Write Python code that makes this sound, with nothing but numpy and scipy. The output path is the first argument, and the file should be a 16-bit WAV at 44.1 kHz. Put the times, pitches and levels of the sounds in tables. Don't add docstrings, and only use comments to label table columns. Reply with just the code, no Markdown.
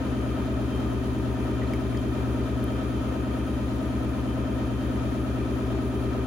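import sys
import numpy as np
from scipy import signal
from scipy.fft import rfft, irfft
from scipy.io import wavfile

SR = 44100
rng = np.random.default_rng(int(sys.argv[2]) if len(sys.argv) > 2 else 0)


def put_to_file(sound):
    columns = np.atleast_2d(sound).T
    safe = np.clip(columns, -1, 1)
    whole_steps = np.round(safe * 32767)
    wavfile.write(sys.argv[1], SR, whole_steps.astype(np.int16))


N = 276066
TIME = np.arange(N) / SR
BIN_HZ = np.arange(N // 2 + 1) * SR / N

TURN_HZ, MAINS_HZ = 9.0025, 59.975

# multiple of the turning rate, time in seconds at which line and hum swell together.
BEATS = [(13, 0.23), (14, 0.123)]
# frequency in Hz, left-right difference in dB.
BALANCE = [(60, 3.3), (120, 2), (240, 1.5), (480, 1), (950, 2), (1890, 2), (3770, 0.5), (7520, -1.5),
           (15000, 9)]


def from_db(db):
    return 10 ** (np.asarray(db) / 20)


def at_hz(points, hz):
    points = np.array(points)
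    return np.interp(np.log(np.maximum(hz, 1)), np.log(points[:, 0]), points[:, 1])


def over_time(points):
    return np.interp(TIME, *np.transpose(points))


def panned(pan_db):
    return from_db(np.array([[.5], [-.5]]) * pan_db)


def drift(rate):
    step, size = 36, 8192
    hz = np.arange(size // 2 + 1) * SR / (step * size)
    smoothing = 1 / (1 + (hz / rate) ** 2) ** 2
    slow = irfft(rfft(rng.standard_normal(size)) * smoothing, size)
    return np.interp(np.arange(N) / step, np.arange(size), slow / slow.std())


def white(count):
    return rfft(rng.standard_normal((count, N))) * np.sqrt(SR / 2)


def turn_angle():
    # time in seconds, lead over a steady turn in seconds.
    lead = [(0, -.00026), (1.2, -.0001), (3.2, .0003), (3.8, .00018), (5, -.00014), (6.2, -.00018)]
    return TURN_HZ * (TIME + over_time(lead)) % 1


def swell(depth_db):
    peak_s = 0.044
    return from_db(depth_db * np.cos(2 * np.pi * (turn_angle() - peak_s * TURN_HZ)))


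def looped(lines):
    one_turn, angle = irfft(lines), turn_angle()
    size = one_turn.shape[1]
    places = np.arange(size + 1) / size
    channels = [np.interp(angle, places, np.append(channel, channel[0])) for channel in one_turn]
    return np.array(channels) * size / np.sqrt(2)


def drive(scatter_from_hz=365, scatter_width_hz=25, stereo_scatter_hz=750, uneven_db=2.0, swell_db=0.3,
          loose_db=-8, flutter_db=0.27, whirr_waver_db=1.07, direct_share=0.71):
    # multiple of the turning rate, level in dB rms before balance and sway.
    single_lines = [(7, -36.4), (8, -36.2), (12, -51.6), (15, -49.8), (17, -62), (22, -44.7), (23, -40.6),
                    (24, -45.6), (25, -47.2), (26, -50), (27, -40.5), (28, -49), (29, -36), (30, -47),
                    (31, -48), (32, -41.8), (35, -40.7), (36, -48), (38, -62), (41, -52), (42, -42.7),
                    (43, -50.6), (44, -50.5), (45, -47.9), (48, -53), (55, -55.5), (58, -55.3), (67, -54.6),
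                    (68, -68), (69, -54.3), (70, -55.5), (71, -56), (72, -54.2), (81, -60), (82, -62.5),
                    (88, -62.5), (104, -61), (109, -66.5), (135, -57.8), (137, -59.5), (139, -70),
                    (140, -58), (142, -63), (143, -55), (144, -59), (164, -64), (165, -63), (196, -68),
                    (200, -67.5), (202, -67), (263, -70), (266, -66), (267, -69.5), (340, -72.5),
                    (343, -73)]
    # frequency in Hz, level in dB rms per line before unevenness, balance and sway.
    line_spectrum = [(28, -75), (45, -56), (54, -60), (81, -56), (170, -56), (190, -61), (300, -49.5),
                     (335, -57), (420, -53), (440, -66), (560, -63), (700, -62), (760, -65), (820, -74),
                     (900, -70), (1000, -72), (1090, -79), (1160, -74), (1220, -64), (1290, -64),
                     (1350, -67), (1430, -72), (1580, -73), (1680, -79), (1790, -73), (1950, -83),
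                     (2100, -78), (2300, -80), (2400, -72), (2490, -81), (2600, -74), (2690, -81),
                     (2770, -76), (2850, -88), (3220, -80), (3320, -87), (3450, -81), (3700, -92)]
    # seconds into the turn, strength in dB, push +1 or pull -1.
    bump_rows = [(0.0194, -3.3, 1), (0.0291, -4.5, -1), (0.0562, -5.6, -1), (0.0602, -2.4, 1),
                 (0.0776, -2.9, 1), (0.0965, -3.6, -1)]
    # seconds into
    # the turn, pitch in Hz, strength in dB.
    rattle_rows = [(.008, 700, 0), (.015, 500, -2), (.017, 1270, 0), (.027, 1290, 0), (.030, 700, -2),
                   (.038, 1280, -1), (.041, 635, 3.5), (.048, 510, 0), (.050, 790, 0), (.053, 1260, 2),
                   (.053, 385, 2), (.070, 1290, -1), (.081, 400, 3), (.082, 520, -2), (.087, 630, -1),
                   (.097, 1240, 2)]
    # multiple of the turning rate, left-right difference in dB.
    one_sided = [(31, 9), (58, 16), (144, 7)]
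    # time in seconds, level of the upper lines in dB.
    sway = [(0, -1.9), (.8, 1), (2.1, 1.9), (2.7, 0), (3.7, -2.5), (5, -2), (5.7, 3.1), (6.2, 3.5)]
    rattle_width_hz, throb_dip_s = 34, 0.044
    upper_band_hz, lower_band_hz = (365, 425), (193, 220)
    lower_follows = -0.39

    order = np.arange(4097)
    hz = order * TURN_HZ
    chance = rng.standard_normal((4, len(hz)))

    smear = np.clip((hz - scatter_from_hz) / scatter_width_hz, 0, 1)
    unevenness_db = uneven_db * smear * np.clip(chance[2], -2, 1.5)
    level = from_db(at_hz(line_spectrum, hz) + unevenness_db)
    level = level * (hz > line_spectrum[0][0]) * (hz < line_spectrum[-1][0])
    stereo_scatter = np.minimum(hz / stereo_scatter_hz, 1) ** 2
    pan_db = at_hz(BALANCE, hz)
    for multiple, db in single_lines:
        level[round(multiple)] = from_db(db)
        stereo_scatter[round(multiple)] *= direct_share
    for multiple, db in one_sided:
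        pan_db[round(multiple)] = db
    for multiple, _ in BEATS:
        level[round(multiple)] = 0

    bumps = sum(sign * from_db(db) * np.exp(-2j * np.pi * hz * s) for s, db, sign in bump_rows)
    rattles = 0
    for s, pitch, db in rattle_rows:
        band = np.exp(-.5 * ((hz - pitch) / rattle_width_hz) ** 2)
        rattles = rattles + from_db(db) * band * np.exp(2j * np.pi * (rng.random() - hz * s))
    roughness = from_db(loose_db) * (chance[0] + 1j * chance[3])
    phase = np.angle((1 - smear) * bumps + smear * (rattles + roughness))
    throb_phase = np.pi * order - 2 * np.pi * hz * throb_dip_s
    phase = np.where(hz < 100, throb_phase, phase)
    phase = phase + np.array([[.5], [-.5]]) * chance[1] * stereo_scatter
    lines = level * panned(pan_db) * np.exp(1j * phase)

    lower, upper = [(hz > low) & (hz < high) for low, high in (lower_band_hz, upper_band_hz)]
    whirr = hz >= upper_band_hz[1]
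    sway_db = over_time(sway)
    sound = looped(lines * ~(lower | upper | whirr))
    sound += looped(lines * lower) * from_db(lower_follows * sway_db)
    sound += looped(lines * upper) * from_db(sway_db)
    sound += looped(lines * whirr) * swell(swell_db) * from_db(whirr_waver_db * drift(3.5))
    return sound * from_db(flutter_db * drift(26))


def hum(right_lag_s=-0.001, beat_db=-18):
    # multiple of the mains, dB relative to the hum level, left-right difference in dB.
    partials = [(2, 0, 3), (3, -26, -4.5), (4, -14.5, -10), (8, -26, 11.5), (10, -29, 0), (20, -33, 0)]
    # time in seconds, level in dB rms before panning.
    level_rows = [(0, -34), (1.3, -32.5), (2.4, -32), (3.3, -35), (4.3, -33.5), (6.2, -33.0)]
    mic_time = TIME - np.array([[0], [right_lag_s]])
    tones = []
    for multiple, db, pan_db in partials:
        cycles = round(multiple) * MAINS_HZ * mic_time + rng.random()
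        tones.append(from_db(db) * panned(pan_db) * np.exp(2j * np.pi * cycles))
    beating = sum(np.exp(2j * np.pi * (multiple * TURN_HZ - 2 * MAINS_HZ) * (TIME - s)) for multiple, s in BEATS)
    tone_sum = sum(tones) + tones[0] * from_db(beat_db) * beating
    return np.sqrt(2) * np.imag(tone_sum) * from_db(over_time(level_rows))


def ripple(hz, spacing_hz=14):
    knots = np.arange(0, 4096) * spacing_hz
    return np.interp(hz, knots, rng.standard_normal(len(knots)))


def bearings(level_db=0, grain_db=0.5, ripple_db=2.68):
    # frequency in Hz, density in dB per Hz.
    rush_density = [(20, -94), (42, -70), (68, -63), (95, -76), (150, -69), (300, -68.5), (550, -73),
                    (850, -75.8), (1300, -77.3), (2000, -84.4), (2900, -86.5), (4000, -88.6), (5500, -95.6),
                    (7000, -95), (9000, -110)]
    # centre in Hz, width in Hz, strength in dB.
    colour_peaks = [(320.2, 2, 13), (343, 25, -4), (378, 5, 8), (405, 14, 4), (450, 30, -3), (484, 20, 5),
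                    (525, 10, 6), (565, 20, -4), (592, 16, 8), (625, 16, 8.5), (690, 40, -3), (755, 20, 3),
                    (925, 16, 6), (1028, 24, 6), (1090, 60, -4), (1205, 36, 3.5), (1288, 14, 8),
                    (1790, 36, 5), (1855, 36, 4.5), (2405, 50, 5), (2650, 120, 2), (2860, 110, -5),
                    (3105, 80, 6), (3450, 80, 2)]
    # frequency in Hz, correlation.
    likeness = [(40, 1), (130, 1), (350, 0.81), (600, 0.083), (900, 0.35), (1800, 0.15), (5000, 0.027),
                (16000, 0.017)]
    peaks = 0
    for centre, width, db in colour_peaks:
        peaks = peaks + (from_db(db) ** 2 - 1) / (1 + (2 * (BIN_HZ - centre) / width) ** 2)
    colour = from_db(at_hz(rush_density, BIN_HZ)) * np.sqrt(np.maximum(1 + peaks, .1))
    alike = np.clip(at_hz(likeness, BIN_HZ), -1, 1)
    unevenness_db = ripple_db * np.array([ripple(BIN_HZ), ripple(BIN_HZ)])
    mid, side = white(count=2) * from_db(unevenness_db)
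    stereo = (np.sqrt(1 + alike) * mid + np.sqrt(1 - alike) * side * [[1], [-1]]) / np.sqrt(2)
    rush = irfft(stereo * colour * panned(at_hz(BALANCE, BIN_HZ)), N)
    return rush * from_db(level_db + grain_db * drift(100))


def hiss(diffuse_db=-12, left_lag_s=.000182):
    # frequency in Hz, density in dB per Hz.
    hiss_density = [(4000, -115), (6600, -99), (7900, -104), (8900, -102), (9650, -90.5), (10200, -98),
                    (10750, -104), (11400, -100), (12800, -102), (15800, -103)]
    delay = np.exp(-2j * np.pi * BIN_HZ * np.array([[left_lag_s], [0]]))
    direct = white(count=1) * delay
    diffuse = from_db(diffuse_db) * white(count=2)
    return irfft((direct + diffuse) * from_db(at_hz(hiss_density, BIN_HZ)), N)


def wandering_tone(hz, width_hz, lag_s=0.00022):
    wander = np.cumsum(width_hz / 2 * drift(18.4)) / SR
    mic_time = TIME - np.array([[0], [lag_s * rng.uniform(-0.84, 1)]])
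    return np.sqrt(2) * np.sin(2 * np.pi * (hz * mic_time + wander))


def whistle(flutter_rate):
    # time of the top in seconds, rise in dB.
    surges = [(0.33, 8), (0.77, 9), (1.75, 7.5), (2.08, 8.5), (2.72, 13), (3.52, 3), (4.82, 7)]
    centre_hz, width_hz, surge_width_s = 3140, 12, .11
    resting_db, flutter_depth_db = -68, 2
    surge_db = sum(db * np.exp(-.5 * ((TIME - s) / surge_width_s) ** 2) for s, db in surges)
    flutter_db = flutter_depth_db * np.minimum(drift(flutter_rate), 2)
    noise = white(count=1) + white(count=2)
    narrow = irfft(noise / (1 + ((BIN_HZ - centre_hz) / width_hz) ** 2), N)
    return from_db(resting_db + surge_db + flutter_db) * narrow / narrow.std()


def whine(swell_db=2.1, flutter_rate=14):
    # pitch in Hz, width in Hz, level in dB rms before swelling.
    whines = [(191.9, .3, -54), (238.7, .3, -56), (311.9, .3, -58), (318.6, .3, -50.5), (374.5, .3, -56),
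              (649.7, .5, -56.5), (1577.9, .5, -68.5), (1817, 1.5, -66), (2394, 2, -70), (3155.6, 1.5, -68),
              (6330, 25, -74)]
    sound = whistle(flutter_rate)
    for pitch, width_hz, db in whines:
        sound = sound + from_db(db + swell_db * drift(5.5)) * wandering_tone(pitch, width_hz)
    return sound


def clicks(snap_s=0.0017, snap_hz=4500, spread=0.062, room_db=-18, room_t60=.15, pan_db=2):
    # start in seconds, level in dB before room and panning, pitch in Hz,
    # ring t60 in seconds, bright snap in dB relative to the ring.
    touches = [(1.142, -51, 12100, .008, 0), (1.619, -33, 1920, 0.096, -22), (1.672, -42, 4170, .04, -15),
               (1.736, -28.5, 2230, 0.045, -6), (1.736, -40, 4800, 0.026, -11),
               (1.868, -43, 3580, .03, -15), (1.929, -39, 2270, .04, -18), (1.948, -35.5, 1860, 0.095, -18),
               (1.971, -42, 7000, .018, -9), (1.974, -39.5, 4800, 0.031, -8),
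               (1.974, -41, 3220, 0.033, -15), (2.012, -50, 7200, .03, -8),
               (2.641, -31.5, 11400, 0.011, -9), (2.758, -51, 14500, .01, -3)]
    out = np.zeros((2, N))
    t = TIME[:SR // 4]
    bright = signal.butter(1, snap_hz, "high", fs=SR, output="sos")
    for s, db, hz, t60, snap_db in touches:
        modes_hz = hz * (1 + spread * np.array([[-1], [0], [.5]]))
        ring = np.sin(2 * np.pi * modes_hz * t).mean(axis=0) * np.exp(-np.log(1000) * t / t60)
        burst = rng.standard_normal(len(t)) * np.exp(-t / snap_s)
        snap = signal.sosfilt(bright, burst) / 2
        touch = from_db(db) * (ring + from_db(snap_db) * snap)
        room = rng.standard_normal((2, len(t))) * np.exp(-np.log(1000) * t / room_t60)
        room = room / np.linalg.norm(room[0])
        echo = signal.fftconvolve(room, touch[None], axes=1)[:, :len(t)]
        start = round(s * SR)
        out[:, start:start + len(t)] += touch + from_db(room_db) * echo
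    return out * panned(pan_db)


def scene(rush_waver_db=0.52, rush_swell_db=0.53, hiss_waver_db=1.0):
    rush = bearings() * swell(rush_swell_db) * from_db(rush_waver_db * drift(7.8))
    wavering_hiss = hiss() * from_db(hiss_waver_db * drift(33))
    return drive() + hum() + rush + wavering_hiss + whine() + clicks()


def record(dry):
    cutoff_hz = 15900
    low_pass = signal.ellip(10, .1, 80, cutoff_hz, fs=SR, output="sos")
    return signal.sosfilt(low_pass, dry)


dry = scene()
out = record(dry)
put_to_file(out)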